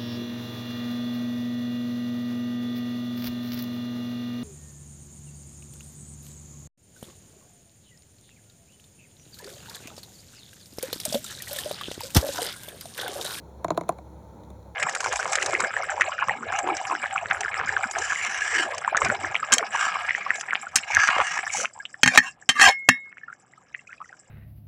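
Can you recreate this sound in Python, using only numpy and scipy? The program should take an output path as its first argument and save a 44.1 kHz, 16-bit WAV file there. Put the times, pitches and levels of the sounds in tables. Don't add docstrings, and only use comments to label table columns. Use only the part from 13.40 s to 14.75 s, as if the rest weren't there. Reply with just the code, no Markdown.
import sys
import numpy as np
from scipy import signal
from scipy.fft import rfft, irfft
from scipy.io import wavfile

SR = 44100
rng = np.random.default_rng(int(sys.argv[2]) if len(sys.argv) > 2 else 0)


def transcribe(signal):
    frames = np.atleast_2d(signal).T
    limited = np.clip(frames, -1, 1)
    pcm = np.round(limited * 32767).astype(np.int16)
    wavfile.write(sys.argv[1], SR, pcm)


N = 59535
TIME = np.arange(N) / SR

# frequency in Hz, relative spectral density in dB.
RUMBLE_SPECTRUM = [(20, -15), (42, -8), (65, -7), (115, 0), (200, 0), (270, -10.5), (330, -5.5),
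                   (400, -6.5), (500, -2.5), (740, -10.5), (900, -4.5), (1150, -20), (1350, -18),
                   (1700, -29.5), (2500, -28.5), (5000, -31.5), (16000, -68)]
HISS_SPECTRUM = [(100, -39), (2000, -4), (4000, 0), (7000, 2.5), (10000, -7), (13000, -8), (16800, -10.5),
                 (18500, -14)]
TOUCH_SPECTRUM = [(1000, 4.5), (2500, -7), (4100, 6), (6000, -7), (7200, -2), (9000, -18), (19000, -25)]
RATTLE_SPECTRUM = [(30, -50), (90, -22), (140, 0), (200, -2), (250, 3.5), (320, -7), (500, -7), (650, 0),
                   (950, 4), (1500, -16), (2500, -30.5), (6000, -33.5), (16000, -45)]
GRIT_SPECTRUM = [(500, 3.5), (1200, 8.5), (1750, -4), (2200, 8.5), (3000, 1.5), (4000, -8.5), (5000, -14),
                 (6800, 0.5), (8500, -10.5), (12000, -31), (19000, -57)]
SNAP_SPECTRUM = [(2000, -22), (6500, 5.5), (9500, 6), (12000, -6.5), (16000, -3), (19000, -35)]
# time in seconds, level in dB.
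RUMBLE_TREND = [(0, -48.5), (.17, -48.5), (.4, -43), (.7, -50.5), (.9, -47.5), (1.11, -49), (1.35, -51.5)]
# centre frequency in Hz, typical rms level in dB.
HUM_PARTIALS = [(68.3, -51), (102.5, -58.5), (171, -66.5), (237, -65), (312, -63.5)]
# start in seconds, level in dB.
FINGER_TOUCHES = [(0.347, -49), (0.3685, -48), (0.4838, -44.5), (1.0348, -51.5), (1.049, -59), (1.228, -60)]
# start in seconds; relative levels in dB of the mid knock, low thud,
# upper clack, tick and high snap; pitch ratio of the case; the small part's ring in Hz, its level in dB.
IMPACTS = [ (0.2450, -16, -22, -14.5, -26, -36, 1.029, 1960, -33),
           (0.2821, -23, -30, -28.5, -33, -59, 1.01, 2150, -42),
           (0.3044, -14.5, -18.5, -14, -24, -42, 0.99, 2195, -32.5),
           (0.3172, -31.5, -24.5, -29, -44, -69, 1.01, 2200, -43),
           (0.3752, -12.5, -18, -16, -23.5, -31.5, 1.03, 1480, -36.5),
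           (0.4101, -25.5, -26.5, -28, -35.5, -42.5, 0.995, 2164, -37.5),
           (0.435, -40, -46, -35, -49, -67, 1.02, 2200, -48),
           (0.4909, -11.5, -20, -14, -26.5, -27, 1.053, 2605, -32),
           (0.5224, -38, -35, -41, -46, -59, 1.15, 2160, -56),
           (0.5854, -35.5, -42.5, -38.5, -46, -56, 1.09, 2200, -43),
           (1.1028, -44, -37.5, -48, -56, -48.5, 1.13, 3650, -48.5), ]
# nominal frequency in Hz, relative level in dB, rise time in seconds.
CASE_RESONANCES = [(137, -21.5, 0.0096), (167.9, -20, 0.02), (228, -21.5, 0.0047), (311, -10.5, 0.0085),
                   (426.4, -5, 0.0028), (652, -2, 0.0037), (965, -5, 0.0028), (1243, -9, 0.0013)]
CATCH_RESONANCES = [(3880, -5.5, 0.0011), (4220, -6, 0.0011), (5930, -4, 0.00062), (7110, -6.5, 0.0011),
                    (9420, 0, 0.00036), (10530, -8, 0.00025), (15800, -12, 0.00019)]
# frequency in Hz, gain in dB, width in Hz.
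HOUSING_BANDS = [(2857, -15, 634), (4166, 5, 320), (4910, -15, 1036), (7127, 6.5, 195), (8000, -15, 1600),
                 (9660, 6, 450), (12400, -5.5, 2460)]

RUMBLE_SWING_DB, HISS_DB = 0.97, -65
HUM_SWING_DB, HUM_WANDER = 4, 0.0137
HUM_DIP_S, HUM_DIP_WIDTH_S, HUM_DIP_DB = .48, .06, -12
RATTLE_DB, RATTLE_RISE_S = -22.5, .011
KNOCK_LAG_S, CASE_SPREAD_DB = 0.00092, .6
THUD_BELOW_HZ, CLACK_ABOVE_HZ, SNAP_ABOVE_HZ = 500, 800, 8000
CATCH_SPREAD_DB, CATCH_DETUNE = 1.5, 0.028
GRIT_DB, TICK_HOLD_S, TICK_DECAY_S = -5.5, 0.00089, 0.0023
SNAP_DB, SNAP_HOLD_S, SNAP_DECAY_S = -3, .0005, .0007
TAIL_DB, TAIL_DECAY_S = -9.5, .005
SWELL_STEEPNESS, PART_RISE_S = 2.66, 0.0016
BASS_CUT_HZ, TREBLE_CUT_HZ = 54.6, 18000


def from_db(db):
    return 10 ** (np.asarray(db) / 20)


def unit_rms(x):
    return x / np.sqrt(np.mean(x ** 2) + 1e-20)


def noise(spectrum):
    hz, db = np.transpose(spectrum)
    bin_hz = np.maximum(np.arange(N // 2 + 1) * SR / N, 1)
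    gain = from_db(np.interp(np.log(bin_hz), np.log(hz), db))
    return unit_rms(irfft(rfft(rng.standard_normal(N)) * gain, N))


def drift(rate_hz):
    pole = np.exp(-2 * np.pi * rate_hz / SR)
    return unit_rms(signal.lfilter([1], [1, -2 * pole, pole * pole], rng.standard_normal(2 * N))[N:])


def swell(start, rise):
    age = np.maximum(TIME - start, 0) / rise
    return (age * np.exp(1 - age)) ** SWELL_STEEPNESS


def burst(start, hold, decay):
    age = np.maximum(TIME - start - hold, 0)
    return (TIME >= start) * (np.exp(-age / decay) + from_db(TAIL_DB) * np.exp(-age / TAIL_DECAY_S))


def ring(start, hz, rise):
    return swell(start, rise) * np.sin(2 * np.pi * hz * (TIME - start))


def hum():
    clock = np.cumsum(1 + HUM_WANDER * drift(7.5)) / SR
    dip_db = HUM_DIP_DB * np.exp(-((TIME - HUM_DIP_S) / HUM_DIP_WIDTH_S) ** 2)
    out = np.zeros(N)
    for hz, db in HUM_PARTIALS:
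        amplitude = np.sqrt(2) * from_db(db + dip_db + HUM_SWING_DB * drift(3.8))
        out += amplitude * np.sin(2 * np.pi * (hz * clock + rng.random()))
    return out


def noise_floor():
    rumble_db = np.interp(TIME, *np.transpose(RUMBLE_TREND)) + RUMBLE_SWING_DB * drift(12)
    return from_db(rumble_db) * noise(RUMBLE_SPECTRUM) + from_db(HISS_DB) * noise(HISS_SPECTRUM)


def fingertips():
    envelope = sum(from_db(db) * burst(s, TICK_HOLD_S, TICK_DECAY_S) for s, db in FINGER_TOUCHES)
    return envelope * noise(TOUCH_SPECTRUM)


def loose_parts():
    envelope = sum(from_db(knock_db + RATTLE_DB) * swell(s, RATTLE_RISE_S) for s, knock_db, *_ in IMPACTS)
    return envelope * noise(RATTLE_SPECTRUM)


def case_knocks():
    out = np.zeros(N)
    for start, knock_db, thud_db, clack_db, _, _, pitch, *_ in IMPACTS:
        for k, (hz, db, rise) in enumerate(CASE_RESONANCES):
            struck_db = thud_db if hz < THUD_BELOW_HZ else clack_db if hz > CLACK_ABOVE_HZ else knock_db
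            strength = from_db(db + struck_db + CASE_SPREAD_DB * rng.standard_normal())
            polarity = (-1) ** k
            out += polarity * strength * ring(start + KNOCK_LAG_S, hz * pitch, rise)
    return out


def catch_ring():
    out = np.zeros(N)
    for start, _, _, _, tick_db, snap_db, *_ in IMPACTS:
        for hz, db, rise in CATCH_RESONANCES:
            louder, higher = rng.standard_normal(2)
            struck_db = snap_db if hz > SNAP_ABOVE_HZ else tick_db
            strength = from_db(db + struck_db + CATCH_SPREAD_DB * louder)
            out += strength * ring(start, hz * (1 + CATCH_DETUNE * higher), rise)
    return out


def plastic_ticks():
    grit, snap, parts = 0, 0, 0
    for start, _, _, _, tick_db, snap_db, _, part_hz, part_db in IMPACTS:
        grit += from_db(tick_db + GRIT_DB) * burst(start, TICK_HOLD_S, TICK_DECAY_S)
        snap += from_db(snap_db + SNAP_DB) * burst(start, SNAP_HOLD_S, SNAP_DECAY_S)
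        parts += from_db(part_db) * ring(start, part_hz, PART_RISE_S)
    return grit * noise(GRIT_SPECTRUM) + snap * noise(SNAP_SPECTRUM) + parts


def scene():
    handling = plastic_ticks() + catch_ring() + fingertips() + case_knocks() + loose_parts()
    return (handling + hum() + noise_floor())[None]


def record(dry):
    out = signal.sosfilt(signal.butter(2, BASS_CUT_HZ, "high", fs=SR, output="sos"), dry)
    for hz, db, width_hz in HOUSING_BANDS:
        root_gain, half_width = from_db(db / 2), np.pi * width_hz / SR
        tuning = -2 * np.cos(2 * np.pi * hz / SR)
        numerator = [1 + half_width * root_gain, tuning, 1 - half_width * root_gain]
        denominator = [1 + half_width / root_gain, tuning, 1 - half_width / root_gain]
        out = signal.lfilter(numerator, denominator, out)
    return signal.sosfilt(signal.ellip(10, .1, 80, TREBLE_CUT_HZ, fs=SR, output="sos"), out)


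dry = scene()
out = record(dry)
transcribe(out)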